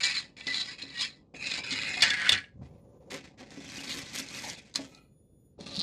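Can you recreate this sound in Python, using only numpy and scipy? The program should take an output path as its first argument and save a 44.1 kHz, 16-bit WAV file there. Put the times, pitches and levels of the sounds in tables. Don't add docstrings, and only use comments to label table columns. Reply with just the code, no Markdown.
import sys
import numpy as np
from scipy import signal
from scipy.fft import rfft, irfft
from scipy.io import wavfile
from scipy.ndimage import uniform_filter1d, map_coordinates

SR = 44100
rng = np.random.default_rng(int(sys.argv[2]) if len(sys.argv) > 2 else 0)


def unload_audio(sound):
    columns = np.transpose(np.atleast_2d(sound))
    steps = np.round(np.clip(columns, -1, 1) * 32767)
    wavfile.write(sys.argv[1], SR, steps.astype(np.int16))


N = 256662
TIME = np.arange(N) / SR
RELEASE_DB_PER_S = 268.5
CRUISE_DB = -37.5


def amp(db):
    return 10 ** (np.asarray(db) / 20)


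def rms_one(x):
    return x / np.sqrt(np.mean(x ** 2) + 1e-20)


def steady(x, window_s):
    power = uniform_filter1d(x * x, round(window_s * SR), mode="reflect").clip(0)
    return x / np.sqrt(power + 1e-12)


def drift(rate):
    knots = rng.standard_normal(N // 40)
    return rms_one(np.interp(TIME * rate, np.arange(len(knots)), knots))


def colour(x, points):
    size = 8192
    hz, db = np.transpose(points)
    octave = np.log2(np.maximum(np.arange(size // 2 + 1) * SR / size, 1))
    beyond = np.abs(octave - np.clip(octave, np.log2(hz[0]), np.log2(hz[-1])))
    gain_db = np.interp(octave, np.log2(hz), db) - 20 * beyond
    cepstrum = irfft(np.log(amp(gain_db)))
    cepstrum[1:size // 2] *= 2
    cepstrum[size // 2 + 1:] = 0
    response = irfft(np.exp(rfft(cepstrum)))
    return signal.fftconvolve(x, response)[:len(x)]


def resonate(x, hz, width_hz):
    r = np.exp(-np.pi * width_hz / SR)
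    feed = np.array([1, 0, -1]) * (1 - r * r) / 2
    return signal.lfilter(feed, [1, -2 * r * np.cos(2 * np.pi * hz / SR), r * r], x)


def cut(x, hz, kind):
    return signal.sosfilt(signal.butter(4, hz, kind, fs=SR, output="sos"), x)


def add(track, s, sound):
    start = round(s * SR)
    track[start:start + len(sound)] += sound[:N - start]


def stroke(s, run_up_s, length_s, db, fade_db_per_s=RELEASE_DB_PER_S):
    age = TIME - s
    run_up = np.clip(age / max(run_up_s, 1e-3), 0, 1)
    return run_up * amp(db - fade_db_per_s * np.maximum(age - length_s, 0))


def strokes(rows, fade_db_per_s=RELEASE_DB_PER_S):
    return np.max([stroke(*row, fade_db_per_s) for row in rows], axis=0)


# pitch_hz, level_db
AIR_COLOUR = [(15, -43.5), (25, -25.5), (59, -6.5), (112, -9), (130, -5), (393, -17), (462, -15),
              (834, -38), (1800, -55), (2340, -92), (3960, -120)]
# pitch_hz, level_db (before its swells)
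WHINE_PARTIALS = [(3483, -106), (6950, -100), (10411, -93.5), (13900, -101.5)]
# start_s, run_up_s, length_s, gain_db
WHINE_SWELLS = [(2.62, 0.046, 0.54, 4.5), (4.85, 0.035, 0.65, 11.5)]


def background(air_db, hiss_db):
    whine = sum(amp(db + 3 * drift(39)) * np.sqrt(2) * np.sin(2 * np.pi * hz * TIME)
                for hz, db in WHINE_PARTIALS)
    air = amp(air_db) * rms_one(colour(rng.standard_normal(N), AIR_COLOUR))
    hiss = amp(hiss_db) * cut(rng.standard_normal(N), 7400, "low")
    return air + hiss + whine * strokes(WHINE_SWELLS)


def room(x, t60_s, wet_db, wall_hz):
    t = TIME[:SR // 2]
    tail = rng.standard_normal(len(t)) * amp(-60 * t / t60_s) * (t > .004)
    tail = signal.lfilter(*signal.butter(1, wall_hz, fs=SR), tail)
    return x + amp(wet_db) * signal.fftconvolve(x, tail / np.linalg.norm(tail))[:N]


# start_s, run_up_s, length_s, level_db (relative)
ARM_SLIDES = [(2.5, 0.13, 0.097, -46.5), (2.61, 0.013, 0.04, -57), (2.66, 0.039, 0.48, -63)]
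# start_s, run_up_s, length_s, level_db
PALM_RUBS = [(2.67, 0.04, 0.15, -67), (2.82, 0.03, 0.15, -62), (2.995, 0.012, 0.11, -57),
             (3.1, 0.02, 0.05, -47)]
# pitch_hz, level_db
RUMBLE_COLOUR = [(24, -45), (40, 0.5), (97, 9), (140, 8), (208, 3), (308, -8), (400, -22), (520, -57),
                 (880, -120)]
# pitch_hz, level_db
RUB_COLOUR = [(150, -36), (250, -12.5), (400, -15), (530, -10.5), (650, -22.5), (1030, -28.5), (1370, -43),
              (1800, -48), (5000, -52), (7000, -45), (11000, -120)]


def arm(rumble_db, rub_db):
    slide = strokes(ARM_SLIDES)
    friction = rng.standard_normal(N) * amp(2.5 * drift(40))
    rub = amp(rub_db) * slide + strokes(PALM_RUBS)
    rumble = amp(rumble_db) * slide
    return rumble * rms_one(colour(friction, RUMBLE_COLOUR)) + rub * rms_one(colour(friction, RUB_COLOUR))


# start_s, level_db (relative), pitch_hz, width_hz
TABLE_BUMPS = [(0.466, -25.5, 269, 202), (0.832, -28.5, 277, 200), (1.337, -27, 255, 296),
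               (1.58, -25.5, 290, 685), (1.719, -21, 257, 100), (1.968, -24, 728, 506),
               (2.021, -21, 900, 604), (2.293, -24, 200.5, 400), (2.32, -19, 95, 90.5),
               (2.612, -18.5, 133, 68.5), (2.616, -23, 75.4, 49.7), (3.114, -28, 398, 250),
               (3.144, -30, 292, 200), (3.405, -24.5, 259, 245), (3.573, -23.5, 280, 148),
               (3.661, -30.5, 269, 120), (3.78, -27, 274, 120), (3.88, -25.5, 266, 120),
               (3.96, -25.5, 278, 120), (4.031, -29.5, 133, 80), (4.164, -28, 268, 100),
               (4.21, -27, 275, 100), (4.789, -19.5, 275, 110), (4.79, -26.5, 640, 400),
               (5.589, -28.5, 429, 247), (5.605, -28, 191, 150), (5.776, -21, 183, 120)]


def bumps(level_db, decay_s, scatter_db):
    out, t = np.zeros(N), TIME[:SR // 3]
    for s, db, hz, width_hz in TABLE_BUMPS:
        noise = resonate(rng.standard_normal(len(t)), hz, width_hz)
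        neighbours = steady(cut(noise, 1000, "low"), .02)
        tone = np.sqrt(2) * np.sin(2 * np.pi * hz * t)
        boom = rms_one(tone + amp(scatter_db) * width_hz / hz * neighbours)
        envelope = (1 - np.exp(-2 * hz * t)) * np.exp(-t / decay_s)
        add(out, s, amp(db + level_db) * boom * envelope)
    return out


# pitch_hz, level_db
BOARD_COLOUR = [(35, -46), (60, -5), (87, -2), (134, 3.5), (206, 1.5), (269, -2), (360, -11), (514, -7),
                (606, -9), (832, -10.5), (945, -9.5), (1250, -17.5), (1620, -46.5), (2750, -120)]
# pitch_hz, width_hz, level_db
BOARD_MODES = [(130, 50, -3), (270, 40, 0), (430, 80, -15), (522, 70, -11), (818, 90, -13)]


def tabletop(force):
    broad = rms_one(colour(force, BOARD_COLOUR))
    return steady(broad + amp(-3) * ring(force, BOARD_MODES, shift_db=1.5), .04)


def wheel_force(per_s, spread_db, judder_db, judder_rate):
    sizes = amp(spread_db * np.minimum(rng.exponential(1, N), 4)) * rng.choice([-1, 1], N)
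    impacts = sizes * (rng.random(N) < per_s / SR)
    return impacts * amp(judder_db * drift(judder_rate)) + 1e-18


def stick_slip(per_s, slip_s, spread_db):
    gaps, sizes = rng.standard_normal((2, N // 100))
    starts = np.append(0, np.cumsum(np.exp(.3 * gaps) / per_s))
    slip = np.searchsorted(starts, TIME, side="right") - 1
    age = (TIME - starts[slip]) / slip_s
    return rms_one(amp(spread_db * sizes[slip].clip(-1.5, 1.5)) * age * np.exp(-age))


def ring(force, modes, shift_db):
    rings = sum(resonate(force, hz, width) * amp(db + shift_db * drift(16).clip(-2, 2))
                for hz, width, db in modes)
    top_hz = 1.15 * max(hz for hz, width, db in modes)
    return rms_one(cut(cut(rings, top_hz, "low"), top_hz, "low"))


def regrip(x, per_s, detune):
    grip = (TIME * per_s).astype(int)
    speed = detune * rng.standard_normal(N // 40)[grip]
    return map_coordinates(x, [np.arange(N) + np.cumsum(speed)], order=3, mode="mirror")


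def body(force, spectrum, modes, ring_db):
    rings = regrip(ring(force, modes, shift_db=5.0), per_s=14, detune=.011)
    return rms_one(colour(force, spectrum)) + amp(ring_db) * rings


def roll(pace, force, spectrum, modes, ring_db, rumble_db, rumble_follows, grit_db, skid=0):
    shell = body(force, spectrum, modes, ring_db)
    rattle = steady(cut(shell, 3000, "low"), .05)
    grit = steady(cut(shell, 3000, "high"), .05)
    rumble = amp(rumble_db) * (pace / amp(CRUISE_DB)) ** rumble_follows
    return rumble * tabletop(force) + pace * rattle + (amp(grit_db) * pace + skid) * grit


def flurry(chatter_s):
    age = TIME[:SR // 6] / chatter_s
    return rng.choice([-1, 1], len(age)) * (1 - np.exp(-3 * age)) * np.exp(-age ** 2)


def knock(force, spectrum, ring_hz, width_hz, ring_db):
    broad = colour(force, spectrum)
    sound = rms_one(broad) + amp(ring_db) * rms_one(resonate(broad, ring_hz, width_hz))
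    return amp(-25) * rms_one(sound)


# pitch_hz, level_db
CLICK_COLOUR = [(350, -80), (600, -13.5), (1360, -17), (2700, -21.5), (3080, -15), (4060, -5.5),
                (5710, -10.5), (6870, -4.5), (7240, -8.5), (9300, 0), (14000, -18)]


def tick(db, hz, chatter_s):
    click = knock(flurry(chatter_s), CLICK_COLOUR, hz, width_hz=1400, ring_db=-3.0)
    return amp(db) * cut(click, 6800, "low")


# start_s, level_db (relative), pitch_hz
AXLE_CLICKS = [(3.1035, -27, 2500), (3.13, -23, 2000), (3.1405, -21, 4500), (3.5045, -30, 2550),
               (4.159, -13.5, 2500), (4.1845, -12, 6000), (4.2855, -21, 4320), (4.498, -14, 6300),
               (4.947, -31, 3800), (5.7606, -20, 4200), (5.7945, -16, 4100), (3.88, -23, 4000),
               (4.199, -18, 5500), (4.346, -22, 4000), (4.7397, -24, 4000), (4.7498, -20, 4200),
               (4.7565, -2, 4200), (5.608, -25.5, 3700), (5.674, -27, 4200)]


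def ticks(level_db, chatter_s):
    out = np.zeros(N)
    for s, db, hz in AXLE_CLICKS:
        add(out, s, tick(db + level_db, hz, chatter_s))
    return out


# start_s, run_up_s, length_s, level_db (shell rattle)
APPROACH_SURGES = [(3.499, 0.015, 0.32, -62), (3.528, 0.25, 0.42, -48), (3.866, 0.027, 0.14, -45.5),
                   (4.001, .01, 0.49, -52.5), (4.106, 0.047, 0.097, -43), (4.25, 0.1, 0.27, -46.5),
                   (4.557, 0.023, 0.032, -54.5), (4.637, .02, 0.051, -64.5)]


def stray_ticks(pace, chatter_s):
    per_s, level_db, spread_db = 18, 17, 1
    out = np.zeros(N)
    times = np.arange(APPROACH_SURGES[0][0], APPROACH_SURGES[-1][0], 1 / per_s)
    for s, (late, strength, pitch) in zip(times, rng.random((len(times), 3))):
        s = s + late / per_s
        db = level_db + spread_db * (2 * strength - 1)
        add(out, s, pace[int(s * SR)] * tick(db, 2500 * 2 ** pitch, chatter_s))
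    return out


def wobble():
    force = wheel_force(per_s=260, spread_db=1.5, judder_db=3.0, judder_rate=35)
    pitches = np.geomspace(2080, 6480, 12)
    dealt = rng.integers(0, len(pitches), N)
    rings = sum(resonate(resonate(force * (dealt == k), hz, 100), hz, hz / 2)
                for k, hz in enumerate(pitches))
    return amp(-2) * steady(rings, .15)


# start_s, run_up_s, length_s, level_db
FAINT_TONES = [(4.82, 0.02, 0.04, -67), (4.91, 0.03, 0.07, -63)]
# pitch_hz, width_hz, level_db
FAINT_TONE_MODES = [(1300, 55, -3), (2003, 40, -12), (2460, 80, -2), (2842, 40, -12), (4250, 300, -5)]


def faint_tones(force):
    tones = sum(amp(db) * steady(resonate(resonate(force, hz, width), hz, 8 * width), .06)
                for hz, width, db in FAINT_TONE_MODES)
    swells = sum(stroke(*row, fade_db_per_s=190) for row in FAINT_TONES)
    return swells * rms_one(tones)


def dull_when_slow(x, pace, top_hz, full_db):
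    low = cut(cut(x, top_hz, "low"), 2.37 * top_hz, "low")
    opening = np.minimum(pace / amp(full_db), 1) ** 2
    return low + opening * cut(x, top_hz, "high")


SKID_FADE_DB_PER_S = 552
# start_s, run_up_s, length_s, level_db (shell rattle)
GREEN_HANDLING = [(2.614, 0.008, 0.046, -68), (2.68, 0.026, 0.1, -79.5), (3.004, 0.004, 0.05, -83),
                  (3.1, 0.01, 0.063, -45), (3.235, 0.0094, 0.021, -54.5), (3.372, 0.035, 0.032, -50.5),
                  (3.42, 0.022, 0.16, -62), (4.748, 0.009, 0.0047, -40)]
# start_s, run_up_s, length_s, level_db (shell rattle)
GREEN_SETTLING = [(4.79, 0.017, .06, -60), (4.88, 0.03, .08, -70)]
# start_s, run_up_s, length_s, level_db (shell rattle)
GREEN_PUSHES = [(5.58, 0.031, 0.067, -59.5), (5.655, 0.0085, 0.29, -52)]
# start_s, run_up_s, length_s, level_db
WHEEL_DRAG = [(4.425, 0.012, 0.055, -48.5)]
# start_s, run_up_s, length_s, level_db (grit)
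GREEN_SIDE_SKIDS = [(3.865, 0.019, 0.075, -40.5), (5.72, 0.054, 0.047, -35.5), (5.785, 0.0094, 0.04, -31.5)]
# pitch_hz, level_db
GREEN_ROLL_COLOUR = [(450, -29.5), (800, -9.5), (1100, -2.5), (1400, -7), (2040, 0), (3000, -4), (3680, 1),
                     (4690, 7), (7470, 9.5), (9850, 4.5), (11500, 9), (14000, 1), (15500, -10)]
# pitch_hz, level_db
GREEN_PUSH_COLOUR = [(650, -43), (1100, -9), (1190, -8.5), (1470, -21), (2760, -11.5), (3000, -26),
                     (3290, -10), (4530, -8), (5350, -9.5), (9630, -23.5), (13000, -49)]
# pitch_hz, width_hz, level_db
GREEN_MODES = [(2190, 190, 1.5), (2520, 140, 9), (3270, 310, 6), (5170, 92, 14), (6290, 220, -35),
               (8000, 58, -19)]
# pitch_hz, width_hz, level_db
GREEN_GRIPPED_MODES = [(4100, 200, 9), (4360, 26, -6), (4600, 22, 1), (4670, 24, -6), (5360, 49, 1)]


def green_car():
    force = wheel_force(per_s=1500, spread_db=1.7, judder_db=2.2, judder_rate=90)
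    groan = strokes(WHEEL_DRAG) * steady(resonate(resonate(force, 760, 301), 930, 260), 0.092)
    pace, handling = strokes(APPROACH_SURGES), strokes(GREEN_HANDLING)
    stutter = stick_slip(per_s=150, slip_s=.0009, spread_db=1.5)
    scrape = steady(resonate(resonate(force, 4530, 660), 3800, 920), 0.0053)
    skid = stutter * strokes(GREEN_SIDE_SKIDS, SKID_FADE_DB_PER_S) * scrape
    gripped = roll(handling, force, GREEN_ROLL_COLOUR, GREEN_MODES,
                   ring_db=-19.5, rumble_db=-48, rumble_follows=0.35, grit_db=-8.0)
    rolled = roll(pace, force, GREEN_ROLL_COLOUR, GREEN_MODES,
                  ring_db=-13.5, rumble_db=-43.5, rumble_follows=0.71, grit_db=-2.0)
    set_down = roll(strokes(GREEN_SETTLING), force, GREEN_ROLL_COLOUR, GREEN_MODES,
                    ring_db=-8.5, rumble_db=-42.5, rumble_follows=0.66, grit_db=4.0)
    nudged = roll(strokes(GREEN_PUSHES), force, GREEN_PUSH_COLOUR, GREEN_GRIPPED_MODES,
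                  ring_db=-4.0, rumble_db=-46.0, rumble_follows=0.16, grit_db=1.0)
    moving = gripped + rolled + pace * wobble() + set_down
    moving = dull_when_slow(moving, pace + handling, top_hz=7720, full_db=-41.0)
    return groan + moving + faint_tones(force) + nudged + skid + stray_ticks(pace, chatter_s=0.0103)


# start_s, level_db (relative), pitch_hz, chatter_s (span of the rebounds)
BLUE_CLACKS = [(0.032, -14, 4300, 0.0065), (0.365, -36.5, 4400, 0.0046), (0.4085, -28.5, 2500, 0.0052),
               (0.4679, -20, 4280, .005), (0.5424, -19.5, 4100, 0.0029), (0.8167, -28, 4100, 0.0062),
               (0.991, -24.5, 4200, .007), (1.021, -26.5, 3300, .007), (1.345, -35.5, 2400, .004),
               (1.514, -20, 3800, .007), (1.634, -30, 3800, .004), (1.711, -22, 4000, .007),
               (1.734, -22, 2400, 0.0053), (2.006, -18.5, 4100, .007), (2.0205, -5, 4600, 0.0066),
               (2.025, -6.5, 2300, .008), (2.033, -9.5, 1750, 0.0081), (2.1018, -12, 3500, .0055),
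               (2.2915, -2, 3400, 0.0055), (2.3183, -7, 3400, .005), (2.3242, -9.5, 2950, 0.0072),
               (2.3344, -15, 2900, .007), (2.348, -19.5, 2900, 0.005), (2.374, -24.5, 4320, .007),
               (2.438, -34.5, 3000, .007)]
# pitch_hz, level_db
KNOCK_COLOUR = [(53, -52), (90, -17), (1140, -18.5), (1300, -16.5), (1580, -24.5), (1760, -8.5),
                (1920, -7.5), (2710, -6.5), (2950, -2.5), (3150, -18.5), (3430, 3), (3900, -7.5),
                (5880, -12), (7780, -15.5), (15500, -37.5)]
# pitch_hz, width_hz, level_db
BLUE_GRIPPED_MODES = [(1148, 90, -19), (1292, 130, -21), (1830, 30, -5.5), (1972, 50, 2), (2318, 100, -0.5),
                      (2570, 130, -2.5), (2924, 100, -4.5), (3315, 140, -5), (3982, 200, 3), (4450, 58, -7),
                      (4960, 230, -3)]


def clacks(level_db, after_ring_db, soft_hz):
    out = np.zeros(N)
    for s, db, hz, chatter_s in BLUE_CLACKS:
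        hit = knock(flurry(chatter_s), KNOCK_COLOUR, hz, width_hz=450, ring_db=0.0)
        add(out, s, amp(db + level_db) * cut(hit, soft_hz * amp(0.39 * db), "low"))
    shell = ring(out, BLUE_GRIPPED_MODES, shift_db=4.0)
    return out + amp(after_ring_db) * np.std(out) * shell


# start_s, run_up_s, length_s, level_db, pitch_hz
WHEEL_SQUEAKS = [(0.032, 0.0038, 0.036, -45, 1910), (0.036, 0.005, 0.054, -35, 2320),
                 (0.028, 0.0033, 0.029, -36.5, 6900), (0.162, 0.0079, 0.021, -31, 4120),
                 (0.471, 0.0065, 0.055, -40, 1970), (0.817, 0.0034, 0.0044, -36.5, 4190),
                 (0.931, 0.037, 0.067, -43.5, 1887), (1.015, .005, 0.024, -37, 3296),
                 (1.019, .005, 0.013, -33, 5030), (1.568, 0.026, 0.051, -43.5, 2322)]


def squeaks(force):
    width_hz, fade_db_per_s = 63, 704
    return sum(stroke(*row, fade_db_per_s)
               * steady(resonate(resonate(force, hz, width_hz), hz, width_hz), 0.0089)
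               for *row, hz in WHEEL_SQUEAKS)


# start_s, run_up_s, length_s, level_db (shell rattle)
BLUE_STEERING = [(0.0, 0.0009, 0.0036, -35.5), (0.03, 0.0087, 0.093, -37.5), (0.1, 0.0095, 0.079, -38.5),
                 (0.366, 0.0028, 0.044, -54), (0.43, 0.014, 0.04, -51.5), (0.466, 0.004, 0.15, -41),
                 (0.645, 0.013, 0.073, -46.5), (0.78, 0.0042, 0.063, -51), (0.85, 0.039, 0.12, -53),
                 (0.935, 0.068, 0.11, -40), (1.1, 0.016, 0.051, -64.5)]
# start_s, run_up_s, length_s, level_db (shell rattle)
BLUE_DRIVING = [(1.338, 0.015, 0.036, -50), (1.37, 0.075, 0.2, -39), (1.635, 0.0059, 0.21, -41),
                (1.71, 0.0013, 0.33, -37)]
# start_s, run_up_s, length_s, level_db (shell rattle)
BLUE_COASTING = [(2.018, 0.003, 0.06, -30.5), (2.1, .012, 0.04, -32), (2.12, .02, 0.24, -36),
                 (2.19, 0.02, 0.09, -34), (2.24, 0.035, .045, -30), (2.33, 0.01, 0.025, -33)]
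# start_s, run_up_s, length_s, level_db (grit)
BLUE_SIDE_SKIDS = [(0.032, 0.0018, 0.037, -32.5), (0.166, 0.0098, 0.021, -51), (0.54, 0.0022, 0.073, -40.5),
                   (0.815, 0.0037, 0.008, -49.5), (0.985, 0.035, 0.039, -36.5), (1.43, 0.033, 0.16, -40),
                   (1.705, 0.0047, 0.026, -36), (2.035, 0.0042, 0.055, -35.5)]
# pitch_hz, level_db
STEERED_COLOUR = [(500, -39.5), (800, -27), (1150, -23), (1430, -17.5), (1890, -11.5), (2150, -7),
                  (2330, -19.5), (3080, -13), (4160, 1), (5080, -5), (5840, -16.5), (7060, -6), (7650, -14),
                  (10200, -22), (12000, -30), (15600, -87), (22000, -120)]
# pitch_hz, level_db
DRIVEN_COLOUR = [(650, -56), (1100, -17), (1150, -24), (1580, -11), (2090, -10), (2490, -2.5),
                 (3090, -13.5), (3500, -12), (5080, 0.5), (5930, -24), (7070, -2.5), (9150, -24),
                 (10300, -12), (12600, -29.5), (13000, -48)]
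# pitch_hz, level_db
FREE_COLOUR = [(400, -35), (650, -13), (1100, -13), (1300, -9), (1550, 2.5), (2130, 7.5), (2600, -5),
               (3050, -8), (3500, -5), (3900, -9.5), (4300, -6), (5750, -15), (8690, -20), (13000, -34)]
# pitch_hz, width_hz, level_db
BLUE_ROLLING_MODES = [(2134, 35, -1.5), (2520, 140, -2), (2900, 32, -9), (3570, 240, -14.5),
                      (4020, 320, -5.5), (5030, 190, -6.5), (6400, 160, -9), (7860, 67, -24)]
# pitch_hz, width_hz, level_db
BLUE_FREE_MODES = [(1490, 70, -7), (1688, 32, -2), (1700, 90, -5.5), (1840, 51, 0.5), (2140, 60, -5),
                   (2330, 90, -7.5), (2850, 190, -16), (4320, 120, -18)]


def blue_car():
    ridges = wheel_force(per_s=2000, spread_db=2.5, judder_db=2.0, judder_rate=150)
    hops = wheel_force(per_s=50, spread_db=1.5, judder_db=1.0, judder_rate=20)
    force = ridges + amp(10) * hops
    stutter = stick_slip(per_s=170, slip_s=.0022, spread_db=2.5)
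    skid = stutter * strokes(BLUE_SIDE_SKIDS, SKID_FADE_DB_PER_S)
    steered = roll(strokes(BLUE_STEERING), force, STEERED_COLOUR, BLUE_GRIPPED_MODES,
                   ring_db=1.5, rumble_db=-55.0, rumble_follows=0.25, grit_db=-1.0, skid=skid)
    driven = roll(strokes(BLUE_DRIVING), force, DRIVEN_COLOUR, BLUE_ROLLING_MODES,
                  ring_db=0.5, rumble_db=-50.0, rumble_follows=0.73, grit_db=-7.0)
    free = roll(strokes(BLUE_COASTING), force, FREE_COLOUR, BLUE_FREE_MODES,
                ring_db=1.5, rumble_db=-53.0, rumble_follows=0.5, grit_db=-6.5)
    car = steered + driven + free + squeaks(force)
    return cut(cut(car, 10500, "low"), 11000, "low")


def scene():
    clacking = clacks(level_db=0.5, after_ring_db=-11.5, soft_hz=14900)
    clicking = ticks(level_db=-8.5, chatter_s=0.0038)
    hand = bumps(level_db=-17.0, decay_s=0.029, scatter_db=-0.5) + arm(rumble_db=2.5, rub_db=-15.0)
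    dry_table = blue_car() + green_car() + clacking + clicking + hand
    table = room(dry_table, t60_s=0.078, wet_db=-12.0, wall_hz=7300)
    return (table + background(air_db=-62.0, hiss_db=-88.0))[None]


def record(dry):
    return signal.sosfilt(signal.cheby2(16, 70, 16300, fs=SR, output="sos"), dry)


dry = scene()
out = record(dry)
unload_audio(out)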